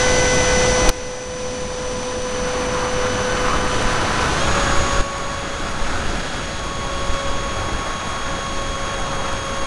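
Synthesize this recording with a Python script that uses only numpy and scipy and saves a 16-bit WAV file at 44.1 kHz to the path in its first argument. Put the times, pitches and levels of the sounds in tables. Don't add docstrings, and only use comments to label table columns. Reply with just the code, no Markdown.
import sys
import numpy as np
from scipy import signal
from scipy.fft import rfft, irfft, next_fast_len
from scipy.io import wavfile
from scipy.ndimage import uniform_filter1d, map_coordinates

SR = 44100
rng = np.random.default_rng(int(sys.argv[2]) if len(sys.argv) > 2 else 0)


def master_out(mix):
    frames = np.transpose(np.atleast_2d(mix))
    ceiling = np.clip(frames, -1, 1)
    pcm = np.round(ceiling * 32767).astype(np.int16)
    wavfile.write(sys.argv[1], SR, pcm)


def undo_db(level):
    steps = np.asarray(level, float) / 20
    return 10 ** steps


N = 426006
TIME = np.arange(N) / SR

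# [t/s, f/Hz]
BLADE_RATE = [(0, 503), (3.15, 501.15), (3.45, 501.45), (4, 501.7), (4.33, 501.5), (4.36, 511.2),
              (4.39, 527.8), (4.42, 544.2), (4.45, 552.9), (4.48, 556.1), (4.52, 557.4), (4.6, 558),
              (5.1, 556.8), (5.7, 556.1), (6.6, 553.8), (9, 548.5), (9.66, 547.4)]
# [t/s, level/dB]
AIRSPEED = [(0, 0.16), (.8, -1.1), (1, .1), (1.4, -0.5), (2.2, 0.2), (3.6, 2.5), (4.6, 3.5), (5.1, 1),
            (6.2, 2.5), (6.8, -0.2), (7.15, 1.9), (7.5, 0.3), (8.7, -0.1), (9.4, .6), (9.66, 0.2)]


def unit(x):
    return x / np.sqrt(np.mean(x ** 2) + 1e-20)


def curves(rows):
    s, *cols = np.transpose(rows)
    return [np.interp(TIME, s, c) for c in cols]


def wobble(rate_hz):
    knots = rng.standard_normal(int(N * rate_hz / SR) + 4)
    return map_coordinates(knots, [TIME * rate_hz])


def bumps(rows):
    return sum(height * .5 ** ((2 * (TIME - s) / width) ** 2) for s, height, width in rows)


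def coloured(x, points):
    m = next_fast_len(N + 8192)
    hz, db = np.transpose(points)
    log_f = np.log(np.fft.rfftfreq(m, 1 / SR) + .5)
    gain = undo_db(np.interp(log_f, np.log(hz + .5), db))
    return irfft(rfft(x, m) * gain, m)[..., :N]


def rush(points, patchy_db):
    z = signal.stft(rng.standard_normal(N), nperseg=512)[2]
    field = uniform_filter1d(rng.standard_normal(z.shape), size=6, axis=0)
    field = uniform_filter1d(field, size=12, axis=1)
    patchy = signal.istft(z * undo_db(patchy_db * unit(field)), nperseg=512)[1][:N]
    return unit(coloured(patchy, points))


def narrow(hz, width_hz):
    swing = wobble(width_hz) + 1j * wobble(width_hz)
    phase = 2 * np.pi * np.cumsum(hz + 0 * TIME) / SR
    return unit((swing * np.exp(1j * phase)).real)


def shaft():
    return 2 * np.pi * np.cumsum(curves(BLADE_RATE)[0]) / SR


def throttle():
    cruise_hz, full_hz = 503, 547
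    return np.clip((curves(BLADE_RATE)[0] - cruise_hz) / (full_hz - cruise_hz), 0, 1)


def drive():
    # [multiple, pole tone index 0-3, level re pole tone/dB]
    side_tones = [(5.005, 2, -13.5), (7.01, 0, -11.5), (8.02, 0, -14.5), (11, 2, -14), (17, 2, -27),
                  (22, 0, -30)]
    turn = shaft() + 0.034 * wobble(20)
    propeller, poles = np.split(tone_levels(), 2)
    blades = sum(tone(turn, k + 1, db, flutter=0.12, blur=0.072) for k, db in enumerate(propeller))
    whine = sum(tone(turn, k, db, flutter=0.045, blur=0.15) for k, db in zip((6, 9, 12, 18), poles))
    sides = sum(tone(turn, k, poles[round(col)] + db, flutter=0.24, blur=0.11) for k, col, db in side_tones)
    return blades + whine + sides


def tone(turn, multiple, db, flutter, blur):
    carrier = np.exp(1j * (multiple * turn + 2 * np.pi * rng.random()))
    skirt = wobble(250) + 1j * wobble(250) + 0.89 * (wobble(600) + 1j * wobble(600))
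    modulation = 1 + flutter * wobble(30) + blur * skirt
    return np.sqrt(2) * undo_db(db) * (carrier * modulation).real


def tone_levels():
    # [t/s, load/dB]
    load_curve = [(0, -3), (.9, -2.5), (1.1, -.5), (2.4, 1.5), (3.4, .8), (3.75, -4), (4.05, -9),
                  (4.3, -11), (4.42, -1.5), (4.9, 1.5), (5.3, 1), (6, -2.5), (6.45, -5.5), (7.2, 4.5),
                  (7.8, -3), (8.45, 1.2), (9.3, -0.5), (9.66, 2)]
    # [t/s, inflow/dB]
    inflow_curve = [(0, .1), (.4, -.5), (.65, -3), (1.05, -5.5), (1.4, -10), (1.8, -17), (2.7, -17),
                    (3.3, -14), (3.8, -23.5), (4.33, -22), (4.43, -21), (4.52, -31), (5.1, -30),
                    (5.45, -24), (6.5, -24), (7.2, -23), (8.8, -21.5), (9.66, -22)]
    # [multiple, level/dB, per load dB, per inflow dB, per dive dB (dB/dB)]
    cruise_tones = [(1, -18, 0.98, 0.04, 0.06), (2, -36.5, -0.06, -.45, -0.3), (3, -28.5, 0.14, 1, 8),
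                    (4, -27, .01, 0.9, -2), (6, -37, .5, .1, 3), (9, -38, 0.5, 0, -0.2),
                    (12, -26.5, 0.4, 0.11, -0.46), (18, -42, 0, -.25, -2.6)]
    # [multiple, level/dB, per load dB, per inflow dB, per dive dB (dB/dB)]
    full_tones = [(1, -25.5, 1, .01, .01), (2, -25, .5, -.08, -.8), (3, -42, -0.5, 0, 3.3),
                  (4, -35, 1.7, 0.3, -.4), (6, -8, 0.2, 0.97, 0.14), (9, -56, -2, 1, -1),
                  (12, -32, .15, .05, -.8), (18, -50, -0.2, .15, -2.1)]
    # [tone row, t/s, depth/dB, width/s]
    cancels = [(0, 4.31, -12, .1), (0, 8.07, -12, .25), (1, 3.15, -8, .25), (1, 6.17, -22, .42),
               (1, .4, -8, .3), (1, 4.62, -7, .15), (4, 5.95, -5, .3), (4, 4.3, -6, .14), (1, 5.5, -6, .2),
               (0, 4.1, -6, .12), (4, 5.08, -8, .15), (4, 1.15, -6, .3)]
    (load,), (inflow,), (speed,) = curves(load_curve), curves(inflow_curve), curves(AIRSPEED)
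    controls = np.array([np.ones(N), load, inflow, np.maximum(speed, 0)])
    cruise = np.array(cruise_tones)[:, 1:] @ controls
    full = np.array(full_tones)[:, 1:] @ controls
    step_s, strain_db, strain_s = 4.38, 7, .28
    strain = np.maximum(TIME - step_s, 0) / strain_s
    full[-2] += strain_db * strain * np.exp(1 - strain)
    sag_hz = np.clip(558 - curves(BLADE_RATE)[0], 0, 12)
    full[-2] += .3 * sag_hz
    full[-1] += 1.2 * sag_hz
    levels = cruise + throttle() * (full - cruise)
    for row, *dip in cancels:
        levels[round(row)] += bumps([dip])
    return levels


def airframe():
    # [f/Hz, width/Hz, level/dB]
    resonances = [(2400, 220, 2), (5000, 200, 1.5), (5700, 340, 2.5), (6860, 550, 0), (7820, 490, -1.5),
                  (9400, 250, -7)]
    m = next_fast_len(N)
    f = np.fft.rfftfreq(m, 1 / SR)
    modes = 0
    for k, (centre, width, db) in enumerate(resonances):
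        damping = 1j * f * width
        modes = modes + (-1) ** k * undo_db(db) * damping / (centre * centre - f * f + damping)
    shaken = unit(irfft(rfft(rng.standard_normal(m)) * modes ** 2, m)[:N])
    return undo_db(-31.5 - 15 * np.clip((TIME - 1.8) / 1.9, 0, 1)) * shaken


def wind():
    # [t/s, level/dB]
    surge = [(0, -4.5), (1, -4), (2.2, -2.5), (2.75, 2), (3.2, 1), (3.5, 4.8), (3.8, 1), (4, 4.5), (4.4, 1),
             (4.6, 4), (4.85, -0.1), (6, 1.5), (6.6, -0.9), (7, -0.5), (7.9, 1.2), (8.7, -1.5), (9.25, 2.5),
             (9.66, 0)]
    # [level/dB, per airspeed dB (dB/dB), per surge dB (dB/dB), rise at full throttle/dB]
    layers = [
        (-20, 0.54, 0.33, 2),
        (-21.5, 0.4, 0.53, -0.65),
        (-21, .01, 0.96, -0.05),
        (-25.5, 1.01, 0, 0.14),
    ]
    controls = [np.ones(N), *curves(AIRSPEED), *curves(surge), throttle()]
    buffet_db, rumble_db, body_db, hiss_db = np.array(layers) @ controls
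    low = buffeting(buffet_db, rumble_db) + vortex_hum() + gusts()
    high = port_flow(body_db, hiss_db) + fizz(body_db) + crackle(body_db - 18.5, rate_hz=150)
    return low + high


def buffeting(buffet_db, rumble_db):
    # [f/Hz, level/dB per Hz]
    buffet_colour = [(1, -12), (4, 0.5), (12, 2.5), (30, -4), (70, -8), (110, -16), (200, -42), (400, -120)]
    # [f/Hz, level/dB per Hz]
    rumble_colour = [(30, -60), (70, -3), (110, -0.5), (200, -2), (350, -4), (520, -5.5), (750, -14),
                     (1100, -52), (2000, -120)]
    lumps = wobble(14)
    buffet = unit(undo_db(1.7 * lumps) * rush(buffet_colour, patchy_db=0.36))
    rumble = undo_db(0.92 * lumps) * rush(rumble_colour, patchy_db=0.6)
    return undo_db(buffet_db) * buffet + undo_db(rumble_db - 0.23) * rumble


def gusts():
    # [t/s, height (full scale = 1), width/s]
    pushes = [(0.541, -0.087, 0.013), (0.725, -0.12, 0.02), (0.754, 0.053, 0.012), (0.893, -0.48, 0.012),
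              (2.941, -0.28, 0.013), (3.632, -0.33, 0.019), (3.86, 0.58, 0.014), (4.791, 0.44, 0.029),
              (4.999, -0.79, 0.014), (5.822, -0.53, 0.014), (6.35, -0.37, 0.011), (7.099, -0.9, 0.0086),
              (7.142, 0.58, 0.016), (7.304, -0.38, 0.015), (7.36, 0.4, 0.03), (9.026, 0.34, 0.031)]
    return bumps(pushes)


def vortex_hum():
    from_s, to_s, rise_db_per_s, fall_db_per_s = 1.6, 3.3, 11.5, 18
    fade_db = np.maximum(rise_db_per_s * (from_s - TIME), fall_db_per_s * (TIME - to_s))
    hum_db = np.maximum(-28.5 - np.maximum(fade_db, 0), -45)
    return undo_db(hum_db) * narrow(235, width_hz=110)


def port_flow(body_db, hiss_db):
    # [f/Hz, level/dB per Hz]
    slow_colour = [(250, -60), (480, -11), (650, -1), (900, -3), (1300, -7), (1800, -8), (2400, -24),
                   (4000, -90)]
    # [f/Hz, level/dB per Hz]
    fast_colour = [(250, -65), (550, -4.5), (800, -1.5), (1050, -2.5), (1270, -2.5), (1600, -3.5),
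                   (2100, -9.5), (2800, -14), (4500, -92)]
    # [f/Hz, level/dB per Hz]
    hiss_colour = [(900, -60), (1800, -4), (2500, -2), (3500, -1), (5000, -5), (6500, -7), (7500, -10),
                   (8500, -13.5), (9700, -14), (12500, -19.5)]
    eddies_db = 0.27 * wobble(12) + 0.39 * wobble(90) + 0.49 * wobble(300)
    ringing = np.clip((body_db + 25.5) / 4, 0, 1)
    slow = np.sqrt(1 - ringing) * rush(slow_colour, patchy_db=1.0)
    fast = np.sqrt(ringing) * rush(fast_colour, patchy_db=1.02)
    body = slow + fast + ringing * cavity_ring()
    hiss = (1 + .15 * np.cos(shaft())) * rush(hiss_colour, patchy_db=0.3)
    return undo_db(eddies_db) * (undo_db(body_db + 0.57) * body + undo_db(hiss_db - 0.72) * hiss)


def cavity_ring():
    # [t/s, f/Hz]
    cavity = [(0, 940), (2.2, 944), (3.3, 1150), (4.4, 1280), (6, 1398), (7, 1300), (9.66, 1270)]
    # [t/s, level/dB, width/s]
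    ring_gusts = [(2.78, 6, .14), (3.0, 6, .09), (3.38, 4, .1), (3.53, 6, .13), (4.08, 4, .1),
                  (4.56, 4, .1), (5.95, 6, .12), (8.2, 4, .15), (9.25, 4, .15)]
    ring_hz, = curves(cavity)
    return undo_db(-9.5 + 1.8 * wobble(7) + bumps(ring_gusts)) * narrow(ring_hz, width_hz=330)


def fizz(body_db):
    # [f/Hz, level/dB per Hz]
    fizz_colour = [(5000, -60), (8000, -12), (9500, -1), (11000, 0), (13000, -0.5)]
    bursts_db = 3.8 * wobble(250) + 2.0 * wobble(40)
    spray = unit(undo_db(bursts_db) * rush(fizz_colour, patchy_db=1.0))
    return undo_db(.8 * (body_db + 21.5) - 38.5) * spray


def crackle(db, rate_hz):
    # [f/Hz, level/dB per Hz]
    pop_colour = [(500, -40), (1500, -4), (3000, -2), (6000, -3), (13000, -4)]
    when, size, sign = rng.random((round(rate_hz * N / SR), 3)).T
    heights = np.sign(sign - .5) * undo_db(-4 * np.log(size + 0.0037))
    pops = np.bincount((when * N).astype(int), heights, N)
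    return undo_db(db) * unit(coloured(pops, pop_colour))


def scene():
    return (drive() + airframe() + wind())[None]


def top_cut(x):
    return signal.sosfilt(signal.butter(12, 15800, fs=SR, output="sos"), x)


def record(dry):
    # [t/s, change/dB]
    gain_steps = [
        (.902, -13),
        (1.364, 1.5),
        (1.848, 1.5),
        (2.339, 1.5),
        (2.93, 0.77),
        (3.693, 1.5),
        (4.174, 1.13),
        (5.013, -5.5),
        (5.822, 1),
    ]
    # [f/Hz, level/dB]
    low_pass = [(9000, 0), (10000, -1), (10600, -6), (11200, -10.5), (11700, -16.5), (12000, -24),
                (12250, -32), (12400, -60), (13000, -120)]
    # [t/s, top (full scale = 1), width/s]
    overflows = [
        (.891712, .93, .000085),
        (.893743, .8, .000055),
    ]
    gain_db = sum(change_db * (TIME >= s) for s, change_db in gain_steps)
    x = (dry - 0.0082) * undo_db(gain_db)
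    x = coloured(np.clip(x, -.71, .71), low_pass) - .004
    for s, top, width in overflows:
        x = x + (top - x) * np.exp(-(2 * (TIME - s) / width) ** 2)
    return top_cut(x)


dry = scene()
out = record(dry)
master_out(out)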